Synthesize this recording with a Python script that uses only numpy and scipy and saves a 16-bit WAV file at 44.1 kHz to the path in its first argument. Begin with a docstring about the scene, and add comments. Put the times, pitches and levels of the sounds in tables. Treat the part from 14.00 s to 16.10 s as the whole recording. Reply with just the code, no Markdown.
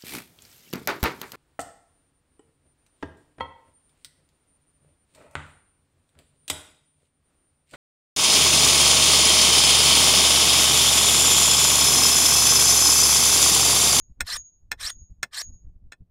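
"""Honing a knife on a steel rod

Close by, outdoors. Three times a broad blade taps the hand-held rod, chatters, rasps along its
ribs with a rising squeal and slips off the tip, leaving the rod ringing on one thin high note.
A last light tap follows; a breeze bumps softly on the microphone."""
import sys
import numpy as np
from scipy import signal
from scipy.fft import rfft, irfft, next_fast_len
from scipy.io import wavfile

SR = 44100
rng = np.random.default_rng(int(sys.argv[2]) if len(sys.argv) > 2 else 0)


def materialize(psi):
    """Save the field psi as 16-bit PCM at rate SR to the path in sys.argv[1].

    A 1-D psi becomes a single channel; in a 2-D psi each row is a channel.
    """
    bounded = np.clip(np.atleast_2d(psi).T, -1, 1)
    quanta = np.round(bounded * 32767).astype(np.int16)
    wavfile.write(sys.argv[1], SR, quanta)


N = 92610
T = np.arange(N) / SR

# wind puffs: t/s, sigma/s, level/dB
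PUFFS = [(.01, .03, -59.5), (0.103, 0.015, -46), (0.214, 0.02, -35.5), (.355, 0.043, -49.5),
         (0.641, 0.015, -53.5), (0.745, 0.056, -51.5), (0.845, 0.015, -45), (0.97, 0.03, -47.5),
         (1.021, 0.0095, -38.5), (1.114, 0.012, -41.5), (1.208, 0.023, -51.5), (1.508, 0.037, -40),
         (1.672, 0.035, -43), (1.762, 0.012, -50.5), (1.849, 0.032, -46.5), (2.015, 0.0096, -40.5)]
# spectra of the puffs, a faint low crackle and still air: f/Hz, level/dB
PUFF_SPECTRUM = [(20, 2), (60, 0), (100, -5.5), (145, -21), (178, -12), (215, -28.5), (250, -21.5),
                 (300, -34.5), (500, -46), (1000, -64), (3000, -85)]
CRACKLE_SPECTRUM = [(100, 3), (300, 3), (600, -10.5), (1200, -21.5), (2500, -34), (6000, -59.5)]
AIR_SPECTRUM = [(30, 3), (170, -6.5), (300, -14.5), (600, -20), (1500, -36.5), (5000, -42.5),
                (15000, -44.5)]
# free rod rings, the first already dying at t = 0: t/s, level/dB, first dip/s, dip gap/s, dip depth/1
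ROD_RINGS = [(-0.135, -33.5, 0.062, 0.08, 0.34), (0.365, -33.5, 0.07, 0.078, 0.7),
             (0.901, -36.5, 0.042, 0.032, 0.81), (1.42, -37.5, 0.0934, .16, 0.79)]
# modes of the blade pressed on the rod: f/Hz, level/dB
BLADE_MODES = [(830, -22), (1430, -5.5), (1780, -4.5), (2120, -7), (2540, -6.5), (3410, -9.5), (4080, -8.5),
               (5380, -6), (6560, -12.5), (7850, -14.5), (8520, -7.5), (14850, -11)]
# blade landings and rebounds: t/s, level/dB, treble/dB
TAP_CONTACTS = [(0.2068, -11, -1), (0.2135, -21.5, 3), (0.2173, -42, 0.5), (0.7168, -12, 1),
                (0.7252, -20.5, -7.5), (0.7315, -32.5, -21), (1.2303, -12, 2.5), (1.2376, -19, -0.5),
                (1.2455, -35, -14), (1.9217, -26.5, -12), (1.9313, -36, -11), (1.938, -49.5, -29.5)]
# spectra of a tap's grit and of the handle's knock in the hand: f/Hz, level/dB
CRACK_SPECTRUM = [(180, -49.5), (300, -17), (985, -18), (1110, -12.5), (1200, -19.5), (1390, -8), (1730, 2),
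                  (1970, -12), (2610, -6), (2880, -24.5), (4000, -13), (4570, -26), (5300, -14.5),
                  (6250, -20.5), (6790, -5.5), (7250, -18.5), (8700, -13.5), (10400, -32.5), (13800, -35),
                  (14500, -20), (15500, -29.5)]
THUD_SPECTRUM = [(60, -8.5), (130, -0.5), (300, -3), (400, -5.5), (480, -3), (650, -3), (1000, -5),
                 (2500, -42)]
# strokes along the rod: start/s, slip-off/s, level/dB, squeal shift/Hz, squeal lag/stroke
HONING_STROKES = [(0.245, 0.369, -30, 1.5, -0.0079), (0.775, 0.904, -31.5, -30, 0.017),
                  (1.311, 1.418, -32, 80, .08)]
# contact pressure: position/stroke, level/dB
STROKE_PRESSURE = [(0, -31.5), (.13, -18.5), (.2, -7.5), (.3, -3.5), (.45, -2.5), (.62, -1.5), (.8, -1.5),
                   (.93, -3), (1, 1.5)]
# spectrum of the edge sliding on the ribs: f/Hz, level/dB
RASP_SPECTRUM = [(180, -69), (300, -40.5), (372, -24), (610, -20.5), (1000, -17), (1220, -5), (1370, -18),
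                 (1750, -2.5), (2520, -15), (3630, -5.5), (4210, -8.5), (4880, -7.5), (5480, -9.5),
                 (6250, -14), (7620, -9), (9140, -12), (10600, -24.5), (11500, -16.5), (15500, -29)]
# resonances the contact slides through: position/stroke, sigma/stroke, f/Hz, glide/(Hz/stroke), level/dB
SQUEAL_MODES = [(0.282, 0.07, 5356, -1500, -6.5), (0.499, 0.06, 7350, 2498.5, -7),
                (0.561, .10, 4186, 1199.5, 2.5), (0.758, .06, 5396, 102.5, 6),
                (0.761, 0.17, 9060, 502, -7.5), (0.902, .07, 5580, -1800, -3.5),
                (.97, .03, 8730, -2000, -2), (0.968, 0.01, 3617, 5, -0.5)]
# spectrum of the scatter from table and porch: f/Hz, level/dB
SCATTER_SPECTRUM = [(300, -6), (1500, -6), (4000, -5), (8000, -7.5), (13000, 1)]


def from_db(db):
    """Decibels to gain."""
    return 10 ** (np.asarray(db) / 20)


def rms_one(x):
    """Scale to rms 1."""
    return x / np.sqrt(np.mean(x ** 2) + 1e-20)


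def decay(t_s, t60_s):
    """Exponential decay from t = 0, full level before it."""
    return np.exp(-np.log(1000) * np.maximum(t_s, 0) / t60_s)


def bell(x, sigma):
    """Gaussian of peak 1."""
    return np.exp(-.5 * (x / sigma) ** 2)


def colour(x, spectrum):
    """Minimum-phase filter of unit power along a spectrum table."""
    size = next_fast_len(2 * N)
    hz, db = np.transpose(spectrum)
    bins_hz = np.fft.rfftfreq(size, 1 / SR)
    gain = rms_one(from_db(np.interp(np.log(bins_hz + 1), np.log(hz), db)))
    cepstrum = irfft(np.log(gain), size)
    cepstrum[1:size // 2] *= 2
    cepstrum[size // 2 + 1:] = 0
    return irfft(rfft(x, size) * np.exp(rfft(cepstrum)), size)[:N]


def drift(corner_hz):
    """Smooth random signal of rms 1."""
    hop, settle = 40, 500
    pole = np.exp(-2 * np.pi * corner_hz * hop / SR)
    noise = rng.standard_normal(N // hop + settle + 2)
    slow = signal.lfilter([1], [1, -2 * pole, pole ** 2], noise)[settle:]
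    return np.interp(np.arange(N) / hop, np.arange(len(slow)), rms_one(slow))


def breeze(lull_db=-70, ticks_per_s=270, crackle_db=-26.5, air_db=-73):
    """Low puffs on the microphone over very quiet air; a faint low crackle swells with the puffs."""
    flow = from_db(lull_db) + sum(from_db(db) * bell(T - at_s, sigma_s) for at_s, sigma_s, db in PUFFS)
    puffs = colour(flow * rng.standard_normal(N), PUFF_SPECTRUM)
    ticks = rms_one(rng.standard_normal(N) * (rng.random(N) < ticks_per_s / SR))
    crackle = from_db(crackle_db) * colour(flow * ticks, CRACKLE_SPECTRUM)
    air = from_db(air_db) * colour(rng.standard_normal(N), AIR_SPECTRUM)
    return puffs + crackle + air


def rod_ring(mode_hz=6670, attack_s=.002, damping_db_per_s2=231, dip_sigma_s=.011):
    """One mode of the freed rod dies ever faster; its level dips twice."""
    out = np.zeros(N)
    for start_s, db, first_s, gap_s, depth in ROD_RINGS:
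        age_s = np.maximum(T - start_s, 0)
        level = from_db(db - damping_db_per_s2 * age_s ** 2) * decay(age_s, t60_s=.55)
        level *= np.minimum(age_s / attack_s, 1)
        for dip_s in (first_s, first_s + gap_s):
            level *= 1 - depth * bell(age_s - dip_s, dip_sigma_s)
        out += level * np.sin(2 * np.pi * mode_hz * age_s)
    return out


def grit(impacts_per_s=18000, spread_db=2):
    """Dense tiny impacts of the edge on the rod's ribs."""
    sizes = from_db(spread_db * np.minimum(rng.exponential(1, N), 5))
    signs = rng.choice([-1, 1], N)
    return rms_one(sizes * signs * (rng.random(N) < impacts_per_s / SR))


def blade(force, t60_at_2khz_s=.034):
    """Blade modes driven by a contact force, damped by hand and rod."""
    out = 0
    for k, (hz, db) in enumerate(BLADE_MODES):
        radius = decay(1 / SR, t60_at_2khz_s * (2000 / hz) ** .42)
        pole_real = radius * np.cos(2 * np.pi * hz / SR)
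        mode = signal.lfilter([1, -pole_real], [1, -2 * pole_real, radius ** 2], force + 1e-18)
        out += (-1) ** k * from_db(db) * mode
    return out


def taps(graze_s=.0039, crunch_s=.0024, treble_hz=5000):
    """The edge grazes the rod, lands with a click, bites and chatters; the handle knocks in the hand."""
    clicks, chatter, graze, knock, crunch = np.zeros((5, N))
    for at_s, db, _ in TAP_CONTACTS:
        gain, age_s = from_db(db), T - at_s
        landed = gain * (age_s >= 0)
        graze += gain * (age_s < 0) * np.clip(2 * (age_s + graze_s) / graze_s, 0, 1)
        clicks[int(at_s * SR)] = gain
        crunch += landed * np.exp(-(age_s / crunch_s) ** 2)
        chatter += landed * decay(age_s, t60_s=.038)
        knock += landed * decay(age_s, t60_s=.072)
    force = clicks + from_db(-28) * chatter * grit()
    crack_level = from_db(-10.5) * crunch + from_db(-19.5) * chatter + from_db(-25) * graze
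    clack = from_db(-8.5) * blade(force) + colour(crack_level * grit(), CRACK_SPECTRUM)
    dull = signal.sosfilt(signal.butter(1, treble_hz, fs=SR, output="sos"), clack)
    times_s, _, treble_db = np.transpose(TAP_CONTACTS)
    treble = from_db(np.interp(T, times_s, treble_db)) * (clack - dull)
    thud = from_db(-30) * colour(knock * grit(), THUD_SPECTRUM)
    return dull + treble + thud


def rasp(friction, force, bands=30, flicker_db=4.2, brighten_db_per_db=.55, low_cut_hz=444):
    """Sliding noise whose bands flicker separately; the high ones need more pressure."""
    spectrum = rfft(colour(friction, RASP_SPECTRUM))
    bins_hz, centres_hz = np.fft.rfftfreq(N, 1 / SR), np.geomspace(700, 15000, bands)
    out = np.zeros(N)
    for k, weights in enumerate(np.eye(bands)):
        band = irfft(spectrum * np.interp(bins_hz, centres_hz, weights), N)
        flicker = from_db(flicker_db * drift(corner_hz=40))
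        tilt = (force / force.max()) ** (brighten_db_per_db * k / bands)
        out += band * flicker * tilt
    return signal.sosfilt(signal.butter(2, low_cut_hz, "high", fs=SR, output="sos"), force * out)


def scrapes(waver_hz=210, judder_db=1.5, judder_hz=110):
    """Sliding under pressure drives the rasp, the blade's modes and short gliding squeals."""
    force, squeal = np.zeros((2, N))
    wavers = [drift(waver_hz) + 1j * drift(waver_hz) for _ in SQUEAL_MODES]
    for start_s, end_s, db, shift_hz, lag in HONING_STROKES:
        position = (T - start_s) / (end_s - start_s)
        pressure = from_db(db + np.interp(position, *np.transpose(STROKE_PRESSURE)))
        pressure *= (T > start_s) * decay(T - end_s, t60_s=.013)
        force += pressure
        for (centre, sigma, hz, glide_hz, mode_db), waver in zip(SQUEAL_MODES, wavers):
            offset = np.clip(position - lag - centre, -1, 1)
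            phase = 2 * np.pi * np.cumsum(hz + shift_hz + glide_hz * offset) / SR
            tone = np.real(waver / np.sqrt(abs(waver)) * np.exp(1j * phase))
            squeal += pressure * from_db(mode_db) * bell(offset, sigma) * tone
    friction = grit() * from_db(judder_db * drift(judder_hz))
    rub = blade(force * friction) / np.std(blade(friction))
    return from_db(-2) * rasp(friction, force) + from_db(-19.5) * rub + squeal


def slips(level_db=-37, t60_s=.027):
    """A short rough snap as the edge leaves the tip."""
    force = sum((T >= end_s) * decay(T - end_s, t60_s) for _, end_s, *_ in HONING_STROKES)
    return from_db(level_db) * colour(force * grit(), RASP_SPECTRUM)


def scatter(x, fade_s=.03):
    """Early reflections from table and porch."""
    response = colour(rng.standard_normal(N) * np.exp(-(T / fade_s) ** 2), SCATTER_SPECTRUM)
    return signal.fftconvolve(x, response / np.linalg.norm(response))[:N]


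def scene():
    """Knife and rod in the open air, mono."""
    knocks = taps()
    strokes = scrapes() + slips()
    reflections = scatter(from_db(-30) * knocks + from_db(-20) * strokes)
    return (breeze() + rod_ring() + knocks + strokes + reflections)[None]


def record(dry):
    """Steep low-pass at 15.5 kHz."""
    return signal.sosfilt(signal.ellip(10, .1, 80, 15500, fs=SR, output="sos"), dry)


dry = scene()
out = record(dry)
materialize(out)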